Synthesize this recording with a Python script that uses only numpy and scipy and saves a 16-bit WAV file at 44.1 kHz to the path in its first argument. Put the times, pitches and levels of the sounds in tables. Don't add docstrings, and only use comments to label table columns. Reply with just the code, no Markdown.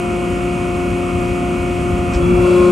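import sys
import numpy as np
from scipy import signal
from scipy.fft import rfft, irfft
from scipy.io import wavfile
from scipy.ndimage import map_coordinates

SR = 44100
rng = np.random.default_rng(int(sys.argv[2]) if len(sys.argv) > 2 else 0)


def put_to_file(sound):
    columns = np.atleast_2d(sound).T
    safe = np.clip(columns, -1, 1)
    whole_steps = np.round(safe * 32767)
    wavfile.write(sys.argv[1], SR, whole_steps.astype(np.int16))


def voltage_ratio(level):
    return 10 ** (np.asarray(level, float) / 20)


N = 119511
T = np.arange(N) / SR
HZ = np.maximum(np.arange(N // 2 + 1) * SR / N, 1)

# time in seconds, mesh rate in Hz.
MESH = [
    (0, 177.07),
    (2.17, 177.07),
    (2.26, 178.2),
    (2.4, 178.36),
    (2.71, 178.36),
]
# time in seconds, level in dB against full.
SWELL = [
    (0, -40),
    (2.12, -40),
    (2.17, -11),
    (2.24, -6),
    (2.32, -4),
    (2.42, -3),
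    (2.52, -.8),
    (2.6, 0),
    (2.71, 0),
]


def curve(rows):
    return np.interp(T, *np.transpose(rows))


def at_hz(points):
    hz, value = np.transpose(points)
    return np.interp(np.log(HZ), np.log(hz), value)


def passing(centre_s, width_s):
    return np.exp(-((T - centre_s) / width_s) ** 2)


def drift(rate, count):
    steps = np.arange(int(T[-1] * rate) + 3)
    chance = rng.standard_normal((count, len(steps)))
    where = np.meshgrid(np.arange(count), T[::64] * rate, indexing="ij")
    return map_coordinates(chance, where, order=3).repeat(64, axis=1)[:, :N]


def ripple():
    return np.interp(HZ / 28, np.arange(700), rng.standard_normal(700)) * 1.22


def coloured(db):
    # frequency in Hz, level in dB.
    side_level = [(40, -8), (200, -19), (500, -6), (1200, -1), (2500, -1), (3500, -6), (5000, -32),
                  (13000, -14)]
    ripple_db, steered = 2.2, .85
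    colour = voltage_ratio(db + ripple_db * ripple() * np.minimum(HZ / 600, 1)) * np.sqrt(SR / 2)
    mid, side = rfft(rng.standard_normal((2, N))) * colour
    steer = (ripple() + 1j * ripple()) / np.sqrt(2)
    side = (steered * steer * mid + np.sqrt(1 - steered ** 2) * side) * voltage_ratio(at_hz(side_level))
    return irfft(np.array([mid + side, mid - side]), N)


def jet(voices):
    colour = 0
    for hz, width, db in voices:
        colour = colour + voltage_ratio(db) * np.sqrt(SR / 2 / width) * np.exp(-2 * ((HZ - hz) / width) ** 2)
    return irfft(rfft(rng.standard_normal(N)) * colour, N)


def tones(phase, level, pan_db):
    start = rng.uniform(0, 2 * np.pi, (len(phase), 1))
    skew = .35 * rng.standard_normal((len(phase), 1))
    channels = []
    for side in (1, -1):
        lines = level * voltage_ratio(side * pan_db / 2) * np.sin(phase + start + side * skew / 2)
        channels.append(np.sqrt(2) * np.sum(lines, axis=0))
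    return np.array(channels)


def standing(multiple):
    # multiple of mesh rate, centre in seconds, width in seconds, gain in dB.
    peaks_and_nulls = [(1, 2.24, .03, 5), (1.52, .15, .25, -7), (1.52, 2.4, .03, 12), (1.52, 2.2, .04, 4),
                       (2, 2.1, .04, -3), (3, 2.27, .07, 9), (3, 2.66, .03, 3), (3.17, 2.22, .04, 14),
                       (3.17, 2.4, .02, 5), (3.17, 2.5, .04, 6), (4, 2.28, .04, 6), (4, 2.37, .05, 9),
                       (4, 2.49, .015, -14), (4, 2.6, .08, -3), (4, 2.64, .02, -10), (5, 2.27, .08, 6),
                       (5, 2.65, .04, -7), (6, 2.39, .025, -8), (6, 2.45, .025, 3), (6, 2.53, .025, -11),
                       (6, 2.62, .06, 2), (8, 2.41, .035, 8), (12.75, 2.31, .07, 7), (13.5, 2.33, .08, 6),
                       (13.75, 2.3, .08, -2), (13.75, 2.61, .03, 4), (14, 2.14, .04, 4), (15, 2.3, .06, -5),
                       (15, 2.47, .1, 4), (15, 2.7, .07, -14), (15.25, 2.31, .06, 5), (18.75, 2.22, .04, 8)]
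    gain_db = 0
    for line, centre_s, width_s, db in peaks_and_nulls:
        gain_db = gain_db + db * passing(centre_s, width_s) * (abs(multiple - line) < .03)
    return voltage_ratio(gain_db)


def mesh_phase():
    return 2 * np.pi * np.cumsum(curve(MESH)) / SR


def loaded():
    valve_s, fade_s = 2.22, .03
    return .5 - .5 * np.tanh((T - valve_s) / fade_s)


def blow_off():
    open_s, rise_s = 2.43, .05
    return .5 + .5 * np.tanh((T - open_s) / rise_s)


def surge(width_s):
    return passing(2.3, width_s)


def air():
    # frequency in Hz, level in dB per Hz.
    roar_level = [(150, -70), (215, -46.5), (250, -49.5), (300, -53.5), (460, -64.5), (570, -63.5),
                  (700, -64.5), (850, -68), (1300, -65.5)]
    # frequency in Hz, level in dB per Hz.
    hiss_level = [(1600, -76), (2300, -73.5), (3000, -76.5), (3500, -83), (5500, -84.5), (8500, -80.5),
                  (11000, -82.5), (12800, -110.5)]
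    # frequency in Hz, level in dB per Hz.
    rumble_level = [(20, -55), (35, -61), (55, -45), (100, -45.5), (150, -50), (220, -55.5), (400, -93.5)]
    # time in seconds, rumble gain in dB.
    buffet = [(0, -5), (.3, -3), (.45, -.5), (1.85, 1.5), (2.1, 1), (2.26, 3), (2.38, 6), (2.46, 1),
              (2.55, 0), (2.71, 3)]
    split = 1 / (1 + (HZ / 1480) ** 40)
    roar_band = split / (1 + (130 / HZ) ** 4)
    roar = coloured(at_hz(roar_level) + 20 * np.log10(roar_band + 1e-9))
    roar = roar * voltage_ratio(4 * voltage_ratio(curve(SWELL)) ** 2 + 4 * surge(width_s=.18))
    throb = 1 + .3 * np.sin(mesh_phase())
    hiss = coloured(at_hz(hiss_level) + 20 * np.log10(1 - split + 1e-9))
    hiss = hiss * voltage_ratio(4 * blow_off() + .4 * drift(6.53, count=1))
    rumble = coloured(at_hz(rumble_level)) * voltage_ratio(curve(buffet) + 1.5 * drift(16.0, count=1))
    return roar * throb + hiss + rumble


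def motor():
    # frequency in Hz, level in dB, left over right in dB.
    motor_lines = [(53.2, -35, 0), (269.5, -30, 1), (324.6, -43, 0), (330.6, -41, 2), (359.9, -41, 1),
                   (389.5, -48, 0), (569.6, -49, -2), (969.9, -51, 1), (1087.9, -56, 2), (1207.9, -51, 4),
                   (1447.9, -47, -4), (6260.1, -68, 0)]
    hz, db, pan_db = np.array(motor_lines).T[:, :, None]
    waver_hz = 2.5 * drift(6.0, count=len(hz)) * (abs(hz - 270) < 10)
    phase = 2 * np.pi * np.cumsum(hz + waver_hz, axis=1) / SR
    level = voltage_ratio(db - 6 * (1 - loaded())) * standing(hz / MESH[0][1])
    return tones(phase, level, pan_db)


def thumps():
    # start in seconds, peak in dB, frequency in Hz.
    pushes = [(.36, -19, 80), (.76, -19, 75), (.9, -19, 70), (1.234, -15, 91), (1.601, -19, 67),
              (1.904, -11, 100), (1.935, -12, 60), (1.992, -10, 78), (2.16, -4, 62), (2.225, -10, 68),
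              (2.29, -15, 75), (2.34, -10, 52), (2.388, -9, 120), (2.416, -14, 50), (2.6, -17, 60),
              (2.64, -16, 100)]
    start_s, db, hz = np.array(pushes).T[:, :, None]
    cycles = np.maximum(T - start_s, 0) * hz
    return np.sum(voltage_ratio(db) * np.sin(2 * np.pi * cycles) * np.exp(-cycles / 1.1), axis=0)


def valve():
    # centre in Hz, width in Hz, level in dB.
    puff_voices = [(1700, 1200, -35), (2600, 1400, -37), (4100, 1500, -44), (5400, 1100, -38),
                   (7600, 2200, -38), (11300, 1600, -52)]
    # centre in Hz, width in Hz, level in dB.
    rush_voices = [(1750, 700, -46), (150, 80, -28)]
    # centre in Hz, width in Hz, level in dB.
    blow_off_voices = [(4050, 1400, -46), (5600, 1800, -66)]
    puff_s, rise_s, fall_s = 2.146, .011, .015
    shape = np.exp(-np.where(T < puff_s, (puff_s - T) / rise_s, (T - puff_s) / fall_s))
    sputter = voltage_ratio(2.2 * drift(250, count=1)[0])
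    puff = shape * sputter * jet(puff_voices)
    rush = passing(2.3, .14) * jet(rush_voices)
    return puff + rush + blow_off() * jet(blow_off_voices)


def high_orders():
    order = np.arange(82, 176, 2)[:, None]
    level = voltage_ratio(-71 + 3 * rng.standard_normal(order.shape))
    start = rng.uniform(0, 2 * np.pi, order.shape)
    return np.sum(level * np.sin(order / 4 * mesh_phase() + start), axis=0)


def rotor(table, lobes, steepen):
    order, old_db, new_db, pan_db = np.array(table, float).T[:, :, None]
    hz = order * MESH[0][1] / lobes
    slip_turns = .3 * np.tanh((T - 2.21) / .05) * (hz < 600)
    phase = order / lobes * mesh_phase() - 2 * np.pi * slip_turns
    wobble = drift(9.0, count=len(order))

    break_in_s = 2.29 + .018 * hz / MESH[0][1]
    late = np.where(hz > 450, .65 + .35 * np.tanh((T - break_in_s) / .02), 1)
    steepness = np.maximum(steepen * order * (order % 3 == 0), 1)
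    gas = late * voltage_ratio(curve(SWELL) * steepness + 9 * surge(width_s=.09) * (hz < 200))
    casing = (1 - loaded()) * voltage_ratio(curve(SWELL) / 4)
    growth = np.where(hz < 1500, gas, casing)

    old = voltage_ratio(old_db + (1.3 + 1.3 * wobble) * np.minimum(hz / 900, 1)) * loaded()
    new = voltage_ratio(new_db + (2 + .8 * wobble) * np.minimum(hz / 1500, 1)) * growth
    return tones(phase, np.hypot(old, new) * standing(order / lobes), pan_db)


def scene():
    # multiple of mesh rate, loaded dB, unloaded dB, left over right in dB.
    lobe_lines = [(1, -28, -23, 1), (2, -23, -11, 4), (3, -37, -25, 5), (4, -31.5, -31.5, -2),
                  (5, -52, -40, -9), (6, -47, -28, 1), (7, -43, -39, 4), (8, -48, -39, -5),
                  (10, -60, -55, -8), (11, -54, -69, 0), (12, -52, -57, -2), (14, -42, -59, 2),
                  (15, -54, -40, -2), (16, -56, -49, -4), (18, -66, -54, 1)]
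    # multiple of its turn rate, loaded dB, unloaded dB, left over right in dB.
    male_lines = [(21, -63, -61, 2), (22, -54, -46, 0), (26, -67, -65, -2), (34, -62, -62, -9),
                  (42, -53, -59, -4), (46, -60, -67, -2), (47, -77, -75, 4), (50, -45, -43, -3),
                  (51, -44, -48, -2), (53, -62, -47, -5), (54, -54, -46, -1), (55, -59, -42, 9),
                  (57, -59, -70, -1), (58, -52, -49, 1), (59, -49, -46, -3), (61, -50, -47, -3),
                  (62, -54, -71, -1), (63, -52, -53, -1), (65, -50, -59, -2), (66, -59, -58, -3),
                  (67, -62, -62, -2), (69, -69, -67, 5), (70, -53, -57, -2), (71, -55, -69, -4),
                  (74, -59, -60, 1), (75, -58, -48, 1), (78, -71, -69, -1), (79, -66, -74, 0)]
    # multiple of its turn rate, loaded dB, unloaded dB, left over right in dB.
    female_lines = [(7, -38, -31, 3), (8, -35, -56, 2), (13, -43, -41, 0), (14, -46, -35, -2),
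                    (16, -51, -49, 9), (17, -49, -47, 1), (19, -45, -33, -6), (20, -52, -39, 0),
                    (28, -64, -47, 3), (32, -62, -45, 4), (35, -49, -52, 2), (40, -66, -48, -4),
                    (49, -61, -44, 4), (71, -70, -52, -2), (74, -58, -56, -3), (77, -56, -59, -4),
                    (83, -55, -64, 0), (85, -58, -58, -3), (86, -52, -59, -1), (89, -59, -61, -5),
                    (91, -58, -60, -2), (92, -54, -59, -2), (95, -56, -59, -1), (100, -60, -63, -1),
                    (104, -61, -68, -1), (110, -68, -66, 1)]
    background = air() + motor() + thumps() + valve()
    meshing = rotor(lobe_lines, lobes=1, steepen=.5)
    male = rotor(male_lines, lobes=4, steepen=0) + high_orders()
    female = rotor(female_lines, lobes=6, steepen=0)
    return background + meshing + male + female


def roll_off(x):
    return signal.sosfilt(signal.butter(12, 12640, fs=SR, output="sos"), x)


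def record(dry):
    # frequency in Hz, turn in radians.
    port_turn = [(8880, 0), (9300, 1.7), (10250, 3.14), (11400, 5.3), (12000, 6.283)]
    ceiling, low_cut_hz = .93, 28
    top_db = -6 * np.maximum(HZ - 11400, 0) / 1000 - 6 * (HZ > 12400)
    soft = ceiling * 2 * np.tanh(dry / ceiling / 2)
    left, right = rfft(soft) * voltage_ratio(top_db) / (1 + (low_cut_hz / HZ) ** 4)
    right = right * np.exp(-1j * np.interp(HZ, *np.transpose(port_turn)))
    return roll_off(irfft(np.array([left, right]), N))


dry = scene()
out = record(dry)
put_to_file(out)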